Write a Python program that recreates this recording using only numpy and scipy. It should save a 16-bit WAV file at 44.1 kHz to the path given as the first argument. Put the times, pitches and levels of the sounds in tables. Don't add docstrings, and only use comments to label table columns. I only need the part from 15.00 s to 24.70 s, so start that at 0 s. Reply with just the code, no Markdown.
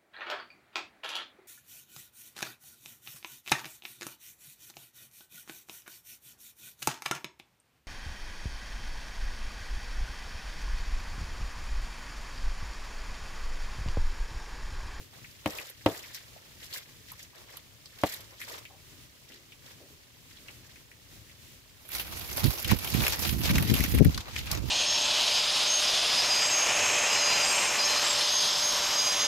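import sys
import numpy as np
from scipy import signal
from scipy.fft import rfft, irfft, next_fast_len
from scipy.io import wavfile
from scipy.ndimage import uniform_filter1d

SR = 44100
rng = np.random.default_rng(int(sys.argv[2]) if len(sys.argv) > 2 else 0)


def to_wav(sig):
    pcm = np.clip(np.atleast_2d(sig), -1, 1) * 32767
    pcm = np.round(pcm).astype(np.int16)
    wavfile.write(sys.argv[1], SR, pcm.T)


N = 427769
T = np.arange(N) / SR
MS = T[::SR // 1000]
SIDES = np.array([[0.5], [-0.5]])

# f/Hz, relative level/dB per Hz
LAND_COLOUR = [(15, -39.5), (30, 1.5), (64, 1.5), (117, 3), (195, -8), (270, -5.5), (659, -16),
               (754, -20.5), (2760, -6), (7110, -9.5), (8590, -13), (14800, -12.5), (16000, -11)]
LAND_DB = -54
# f/Hz, left minus right/dB
PORTS_FAR = [(60, 3.5), (110, 8.5), (200, 8), (380, 3.5), (700, 4.5), (1290, 1), (2380, -0.5), (4400, 1.5),
             (8120, -4), (15000, -7)]

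# t/s, hold/s, patter level/dB, relative dull rattle/dB
SLIDES = [(0.138, 0.048, -57, -3), (0.228, 0.18, -60.5, -15), (0.478, 0.13, -45.5, -2.5),
          (0.647, 0.045, -49.5, -25), (0.786, 0.092, -57, -17), (0.89, 0.082, -45.5, -5),
          (0.984, 0.12, -50.5, -8.5), (1.152, 0.012, -45.5, -17), (1.212, 0.33, -61, -5),
          (1.629, 0.018, -47, -14), (1.745, 0.01, -39, -13), (1.88, 0.029, -59.5, -8),
          (2.086, 0.016, -51, -26), (2.192, 0.027, -51, -17), (2.354, 0.05, -55.5, -1.5),
          (2.492, 0.065, -53, -4.5), (2.92, 0.022, -57, -13), (2.992, 0.046, -51, -8),
          (3.064, 0.079, -42, -13), (3.196, 0.015, -55, 0), (3.31, 0.026, -56, -3), (3.415, 0.01, -44, -18),
          (3.49, 0.074, -45.5, -3), (4.295, 0.066, -55.5, -22), (4.662, 0.05, -54.5, -6),
          (5.312, 0.057, -58, -19), (5.485, 0.019, -55.5, -5), (5.65, 0.067, -57, -10.5),
          (6.297, 0.026, -61, -22)]
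SLIDE_RISE_DB_S, SLIDE_FALL_DB_S = 402.5, 202
# f/Hz, relative level/dB per Hz
RICE_COLOUR = [(180, -45.5), (300, -6.5), (667, -1.5), (828, -2.5), (1010, -2), (1340, -1), (4090, 4.5),
               (7080, -6.5), (9240, -20.5), (12500, -10), (16000, -7.5)]
# t/s, ring peak level/dB, centre f/Hz, bright tick setting/dB relative to the ring
CLUMPS = [(0.243, -37, 2180, -28), (0.585, -27, 2330, -7), (0.698, -46, 440, 19), (1.036, -38.5, 2210, -21),
          (1.146, -29.5, 4940, 2), (1.16, -39, 3900, 3), (1.36, -42.5, 656, -21), (1.727, -30.5, 3760, -3),
          (2.117, -39.5, 1100, 14.5), (2.228, -38.5, 5860, 3), (2.569, -45, 1170, 19),
          (2.57, -38.5, 3400, -8), (2.857, -36.5, 4380, -20), (3.139, -37, 4300, 14), (3.206, -44, 5060, 8),
          (3.415, -29, 2100, -10), (3.652, -37, 2530, -11), (4.32, -40, 2870, -27), (4.359, -44, 4300, -25),
          (4.52, -41, 2720, -22), (5.369, -43.5, 3540, -20), (5.483, -34.5, 2410, -33),
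          (5.757, -42.5, 2140, -20), (5.914, -40, 2070, -18), (6.295, -42.5, 2160, -23)]
TRICKLE_DB, TRICKLE_DULL_DB, TRICKLE_END_S = -63.5, -4.5, 6.85
BRIGHT_DB, BRIGHT_PER_DB = -6.5, 0.5
BAND_EDGES_HZ = [250, 700, 1400, 2500, 4300, 8000, 11500, 17000]

# t/s, level setting/dB, nominal contact/ms, struck spot f/Hz, ring length factor,
# left minus right/dB, rebound level/dB, crack setting/dB
KNOCKS = [(0.4593, -29.5, 0.1, 370, 0.84, 1.5, -11, 13.5), (0.8607, -22.5, 0.55, 520, 0.99, 0, -13.5, 10),
          (3.0353, -24, 0.5, 627, 0.58, 0, -22.5, 9)]
# f/Hz, relative level/dB, t60/s at ring length factor 1
BASKET = [(111, 8, 0.068), (302, 6, 0.091), (404, -1, 0.045), (520, -4.5, 0.12), (590.5, -1, 0.12),
          (664, 1.5, 0.16), (757, -6.5, 0.16), (780, -5, 0.1), (911, -1.5, 0.086), (1060, 6, 0.024),
          (1355, -15, 0.051), (1990, -7.5, 0.037), (2180, -1, 0.078), (2530, -6, 0.03945)]
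BOUNCE_S = 0.013

# t/s, level/dB (4 dB below the peak), centre f/Hz
BUMPS = [(3.699, -52, 680), (4.298, -53, 304), (4.799, -51.5, 470), (4.901, -54.5, 299)]

# t/s, rustle level/dB, relative bright sizzle/dB, relative dull scrape/dB
LEAVES = [(6.75, -81, 6, 0), (6.95, -41, -0.5, -10.5), (7.06, -49, 1, -5.5), (7.46, -39.5, 0.5, -6.5),
          (7.6, -46, 2.5, -4), (7.73, -36, -8, -8), (7.76, -44.5, 0.5, -3.5), (7.93, -39.5, -2, -7.5),
          (8.02, -37, -2, -4), (8.065, -35, 0.5, -4), (8.1, -36, -3, -9.5), (8.122, -31, -6, -8),
          (8.165, -41, -2, -3), (8.22, -42, 0, -7.5), (8.257, -37, -3, -3), (8.275, -38, 0.5, -12),
          (8.37, -46, 4, -7), (8.51, -32.5, -6, -7), (8.52, -40, -5, -3.5), (8.85, -37, -2, -9.5),
          (8.9, -40, 1, -11), (9.2, -49.5, -9, -4.5), (9.27, -54, -11, 0), (9.35, -49.5, -11, -13),
          (9.38, -36.5, -14, -15), (9.43, -48.5, -7, -6.5), (9.5, -43.5, -7, -6.5), (9.525, -40.5, -9, -2),
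          (9.57, -43, -9, -3), (9.63, -49, -7, 0.5), (9.7, -47.5, -3, -5)]
# f/Hz, relative level/dB per Hz
LEAF_COLOUR = [(290, 5.5), (500, 6), (595, 5), (855, 5), (1180, 3.5), (2330, 10), (5020, 8), (8580, 1),
               (12300, 10), (14900, 3), (16000, 11)]
# f/Hz, left minus right/dB
PORTS_NEAR = [(2000, 0), (6000, -0.5), (8000, 0.5), (10000, -13.5), (15000, -18.5)]
# t/s, ring peak level/dB, centre f/Hz, bright tick setting/dB relative to the ring
SNAPS = [(6.8896, -44, 1420, 17), (7.299, -31, 5000, -10), (7.328, -27, 5630, -4),
         (7.3703, -30.5, 3840, 14), (7.378, -22, 760, -20), (7.441, -17.5, 4170, -2), (7.467, -27, 3800, 0),
         (7.555, -32, 3000, -8), (7.589, -33, 3200, -8), (7.6262, -32, 5040, 9), (7.645, -20.5, 2870, -2),
         (7.68, -28, 4800, 0), (7.7095, -19.5, 2800, -6), (7.7138, -13.5, 820, -20),
         (7.7145, -17.5, 2400, -0.5), (7.7876, -31.5, 3600, 6.5), (7.845, -25, 2950, 3),
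         (7.874, -25, 2800, -4), (7.9408, -22.5, 2400, 2.5), (8.0032, -20, 3050, -14),
         (8.0365, -19.5, 2260, -14), (8.065, -13, 2440, -4), (8.1917, -25.5, 5200, 4),
         (8.2497, -18.5, 3080, -23), (8.2937, -17.5, 3230, -23), (8.45, -24, 2180, -10),
         (8.4914, -19, 1830, -8), (8.556, -19.5, 2720, -6), (8.5815, -15.5, 1870, 0),
         (8.6246, -25.5, 2360, 9), (8.7006, -22, 2180, -18), (8.7399, -20.5, 3000, 7),
         (8.8044, -17.5, 2120, -1), (8.838, -21, 2620, -5), (8.985, -22, 2030, 1), (9.047, -24, 1990, 6),
         (9.1446, -23, 3930, -37), (9.1757, -23, 4540, -11), (9.1765, -25.5, 1370, -20),
         (9.2056, -29, 3560, -29), (9.3616, -19.5, 2460, -26), (9.3886, -25, 3370, -6),
         (9.4706, -29, 2870, -19), (9.5138, -16, 4900, -2.5)]
TICKS_PER_S, TICK_DB, TICK_MS = 43, 6.5, 0.99
FLURRY_DB = 1

# t/s, hold/s, buffet level/dB before speed shaping, port (0 left, 1 right)
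GUSTS = [(6.942, 0.032, -46, 0), (7.092, 0.14, -44, 1), (7.3, 0.087, -40.5, 1), (7.384, 0.026, -40, 0),
         (7.44, 0.039, -20.5, 1), (7.658, 0.046, -30, 1), (7.712, 0.027, -20, 1), (7.808, 0.18, -39.5, 1),
         (7.936, 0.096, -25, 1), (7.995, 0.035, -35, 0), (8.094, 0.022, -31, 0), (8.183, 0.17, -33.5, 1),
         (8.271, 0.22, -28, 1), (8.326, 0.14, -35.5, 0), (8.508, 0.1, -24, 1), (8.497, 0.16, -26.5, 0),
         (8.65, 0.2, -33, 1), (8.694, 0.054, -22, 0), (8.786, 0.062, -27.5, 0), (8.886, 0.12, -26, 1),
         (8.938, 0.041, -20.5, 0), (9.003, 0.011, -15.5, 0), (9.055, 0.018, -19, 0),
         (9.067, 0.018, -21.5, 1), (9.137, 0.048, -36, 0), (9.139, 0.048, -32.5, 1), (9.24, 0.045, -45, 0),
         (9.293, 0.038, -41, 1), (9.346, 0.14, -40, 0), (9.37, 0.16, -38, 1), (9.52, 0.2, -29.5, 1),
         (9.543, 0.061, -45, 0), (9.66, .06, -52, 0)]
GUST_RISE_DB_S, GUST_FALL_DB_S = 750, 426
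# t/s, hold/s, level/dB before speed shaping
BREEZE = [(6.94, 2.25, -48.5)]
# f/Hz, relative level/dB per Hz
GUST_COLOUR = [(15, -51), (25, -21.5), (59, 10), (140, -1.5), (184, -5.5), (340, -11.5), (401, -22.5),
               (591, -30.5), (900, -53), (1980, -120)]
# t/s, peak level/dB, mean flutter f/Hz, length/s, port (0 left, 1 right)
SLAPS = [(7.433, -13, 142, 0.026, 1), (7.708, -13.5, 131, 0.029, 1), (8.701, -13.5, 135, 0.056, 0),
         (8.794, -12, 110.4, 0.024, 0), (8.932, -13.5, 191.6, 0.028, 0), (9.001, 8.5, 166.5, 0.0272, 0),
         (9.048, -6, 168, 0.026, 0), (9.076, -30, 121, 0.0296, 0)]

PORT_LOW_HZ, CAPSULE_HZ, TOP_HZ = 40, 15850, 16600
LIMIT_DB, LIMIT_RATIO, LIMIT_S = -11.5, 3, 0.0122


def undb(db):
    return 10 ** (np.asarray(db) / 20)


def level(x, db):
    return x * undb(db) / np.sqrt(np.mean(x ** 2))


def even(x, window_s):
    return x / np.sqrt(uniform_filter1d(x ** 2, int(window_s * SR)) + 1e-9)


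def band(x, lo_hz, hi_hz, order=2):
    return signal.sosfilt(signal.butter(order, [lo_hz, min(hi_hz, .45 * SR)], "band", fs=SR, output="sos"), x)


def colour(x, table, ports=((100, 0), (200, 0)), size=4096):
    log_hz = np.log(np.maximum(np.arange(size // 2 + 1), .5) * SR / size)

    def response(points):
        hz, db = np.array(points).T
        return np.interp(log_hz, np.log(hz), db)

    db = response(table) + SIDES * response(ports)
    cepstrum = irfft(db * np.log(10) / 20)
    cepstrum[:, 1:size // 2] *= 2
    cepstrum[:, size // 2 + 1:] = 0
    impulse = irfft(np.exp(rfft(cepstrum)))
    return signal.oaconvolve(x, impulse, axes=1)[:, :N]


def curves(table):
    s, *columns = np.array(table).T
    return [np.interp(T, s, c) for c in columns]


def walk(rate):
    k = int(SR / rate)
    steps = np.repeat(rng.standard_normal(N // k + 1), k)
    return 2.06 * uniform_filter1d(uniform_filter1d(steps, k), k)[:N]


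def swells(table, rise, fall):
    s, hold, db = np.array(table).T[:3, :, None]
    early, late = np.maximum(s - MS, 0), np.maximum(MS - s - hold, 0)
    return undb(2 * (db - rise * early - fall * late))


def power_db(power):
    return np.interp(T, MS, 10 * np.log10(power + 1e-18))


def add(out, s, sound):
    i = int(s * SR)
    out[:, i:i + sound.shape[1]] += sound[:, :N - i]


def burst(t60, size=6000, rise_ms=0.44):
    t = np.arange(size) / SR
    return rng.standard_normal((2, size)) * np.minimum(1000 * t / rise_ms, 1) * 1000. ** (-t / t60)


def crackle(rate, spread_db, tail_ms, ping_db):
    hits = (rng.random(N) < rate / SR) * undb(spread_db * np.minimum(rng.exponential(size=N), 4.2))
    power = signal.lfilter([1], [1, -np.exp(-1000 / (tail_ms * SR))], hits ** 2)
    pitch, pings = rng.integers(0, 40, N), 0
    for k, hz in enumerate(np.geomspace(1900, 7000, num=8)):
        r = np.exp(-hz / 6 / SR)
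        resonator = [1, -2 * r * np.cos(2 * np.pi * hz / SR), r * r]
        pings = pings + np.sqrt(hz) * hz * signal.lfilter([1], resonator, hits * (pitch == k))
    pings = np.array([np.roll(pings, 6), pings])
    bursts = np.sqrt(power) * rng.standard_normal((2, N))
    return even(level(bursts, 0) + level(pings, ping_db), 0.098)


def rustle(x, db, bright_db, dull_db, flicker_db, apart=False):
    size = next_fast_len(N)
    spectrum = rfft(x, size)
    octave = np.log2(np.maximum(np.arange(size // 2 + 1), 1) * SR / size)
    above = [np.clip((octave - np.log2(hz)) / .6 + .5, 0, 1) for hz in BAND_EDGES_HZ]
    parts = [irfft(spectrum * (a - b), size)[:, :N] * undb(flicker_db * walk(45))
             for a, b in zip(above, above[1:])]
    if apart:
        parts = [np.roll(even(part, .05), min(k, 4) * N // 7, axis=1) for k, part in enumerate(parts)]
    groups = (parts[:2], dull_db), (parts[2:5], 0), (parts[5:], bright_db)
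    return sum(level(sum(group), 0) * undb(db + extra_db) for group, extra_db in groups)


def taps(table, t60, width, order, ports_db, rise_ms, click_db):
    out = np.zeros((2, N))
    for s, db, hz, bright_db in table:
        ring = band(burst(t60, rise_ms=rise_ms), hz / width, hz * width, order=order)
        ring = ring + 0.23 * ring[0]
        tick = undb(bright_db + ports_db * SIDES) * band(burst(0.47 * t60), 11520, 12800, order=1)
        click = undb(click_db) * band(burst(0.011), hz / 2, hz * 2, order=1)
        add(out, s, undb(db) * (ring / np.abs(ring).max() + click + 0.95 * tick))
    return out


def land():
    own, shared = rng.standard_normal((2, N)), rng.standard_normal(N)
    air = own + 1.8 * band(shared, 30, 500, order=1) * undb(walk(12))
    return level(colour(air * undb(1.1 * walk(18)), LAND_COLOUR, PORTS_FAR), LAND_DB)


def rice():
    stray = undb(2 * TRICKLE_DB)
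    slides = swells(SLIDES, SLIDE_RISE_DB_S, SLIDE_FALL_DB_S)
    power = stray + slides.sum(0)
    dull = stray * undb(2 * TRICKLE_DULL_DB) + undb(2 * np.array(SLIDES)[:, 3]) @ slides
    patter = colour(crackle(1800, 6.3, 4.6, ping_db=-13.5), RICE_COLOUR, PORTS_FAR)
    flow_db = power_db(power)
    bright_db = BRIGHT_DB + BRIGHT_PER_DB * (flow_db + 51.0)
    flow = rustle(patter, flow_db, bright_db, power_db(dull / power), flicker_db=2.15, apart=True)
    clumps = taps(CLUMPS, 0.084, 1.21, order=2, ports_db=-4.0, rise_ms=1.0, click_db=0)
    return flow * (T < TRICKLE_END_S) + clumps


def basket_ring(t, spot_hz, length):
    chance, ring = rng.standard_normal((len(BASKET), 3)), 0
    for k, ((hz, db, t60), c) in enumerate(zip(BASKET, chance)):
        sign = (-1) ** (k // 2)
        gain = undb(db + c[0] - 3.7 * abs(np.log2(hz / spot_hz)))
        phase = 2 * np.pi * hz * (1 + 0.0049 * c[1]) * t + hz / 2500 * c[2] * SIDES
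        ring = ring + sign * gain * 1000. ** (-t / (length * t60)) * np.sin(phase)
    return ring * (1 + 1.1 * np.exp(-t / 0.0026))


def knocks():
    out, t = np.zeros((2, N)), np.arange(8000) / SR
    for s, db, contact_ms, spot_hz, length, pan_db, bounce_db, crack_db in KNOCKS:
        ring = basket_ring(t, spot_hz, length)
        push = np.hanning(int(contact_ms * SR / 1000) + 3)
        push = np.pad(push, (0, int(BOUNCE_S * SR) - len(push)))
        push = np.r_[push, undb(bounce_db) * push, undb(2 * bounce_db) * push][None]
        ring = level(band(signal.fftconvolve(ring, push)[:, :len(t)], 80, 12000), -8)
        weave = band(burst(0.16 * length, size=len(t)), spot_hz / 5.4, spot_hz * 1.3)
        weave = weave + 1.67 * weave[0]
        crack = band(burst(0.0475, size=len(t)), 1500, 3400) + 0.17 * burst(0.018, size=len(t))
        blow = ring + undb(crack_db) * crack + undb(8) * weave
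        add(out, s, undb(db + pan_db * SIDES) * blow)
    return out


def bumps():
    out = np.zeros((2, N))
    for s, db, hz in BUMPS:
        thud = band(burst(0.42), hz / 1.34, hz * 1.34)
        thud = thud + 1.4 * thud[0]
        add(out, s, undb(db + 4.0) * thud / np.abs(thud).max())
    return out


def ticks():
    hits = (rng.random(N) < TICKS_PER_S / SR) * rng.random(N) * 2
    return undb(TICK_DB) * signal.lfilter([1], [1, -np.exp(-1000 / (TICK_MS * SR))], hits)


def leaves():
    blades = crackle(600, 3.33, 5.9, ping_db=-12) * undb(FLURRY_DB * walk(30))
    blades = colour(blades, LEAF_COLOUR, PORTS_NEAR)
    flurry = rustle(blades, *curves(LEAVES), flicker_db=1.0) * np.sqrt(2) * (T > LEAVES[0][0])
    veins = band(flurry * ticks(), 9300, 18000)
    snaps = taps(SNAPS, 0.045, 1.195, order=1, ports_db=-18.0, rise_ms=1.0, click_db=-7.5)
    return flurry + veins + snaps


def wind():
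    gusts = swells(GUSTS, GUST_RISE_DB_S, GUST_FALL_DB_S)
    right = np.round(np.array(GUSTS)[:, 3])
    breeze = swells(BREEZE, GUST_RISE_DB_S, GUST_FALL_DB_S)[0]
    port_db = np.array([power_db(breeze + share @ gusts) for share in (1 - right, right)])
    eddies = level(colour(rng.standard_normal((2, N)), GUST_COLOUR), 0)
    eddies = eddies * undb(1.55 * np.array([walk(25), walk(25)]))
    speed = np.clip((port_db + 31.0) / 18, 0, 1)
    eddies = (1 - 0.57 * speed) * eddies + 1.34 * speed * band(eddies, 95, 274)
    eddies = even(eddies, 0.037)
    pressure = (eddies + 0.1 * eddies ** 2) * undb(port_db + 3.0 * speed)
    return band(pressure + 2.0 * pressure ** 2, 21, 1100, order=3)


def slaps():
    out = np.zeros((2, N))
    for s, db, hz, length, port in SLAPS:
        t = np.arange(int(length * SR)) / SR
        phase = 2 * np.pi * (hz * t + rng.random() + 0.2 * np.sin(2 * np.pi * t / length))
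        crests = np.exp(3.2 * np.cos(phase)) * np.hanning(len(t))
        flutter = band(np.pad(crests, (0, 2000)), 70, 900, order=1)
        add(out[int(round(port))][None], s, undb(db) * flutter[None] / np.abs(flutter).max())
    return out


def scene():
    return land() + rice() + knocks() + bumps() + leaves() + wind() + slaps()


def record(dry):
    x = signal.sosfilt(signal.cheby2(10, 25, CAPSULE_HZ, fs=SR, output="sos"), dry)
    x = signal.sosfilt(signal.butter(2, PORT_LOW_HZ, "high", fs=SR, output="sos"), x)
    loud = np.sqrt(uniform_filter1d(np.max(x ** 2, axis=0), int(LIMIT_S * SR)) + 1e-12)
    x = x * np.minimum(undb(LIMIT_DB) / loud, 1) ** (1 - 1 / max(LIMIT_RATIO, 1))
    x = 1.5 * np.tanh(x / 1.5)
    return signal.sosfilt(signal.ellip(10, .2, 70, TOP_HZ, fs=SR, output="sos"), x)


dry = scene()
out = record(dry)
to_wav(out)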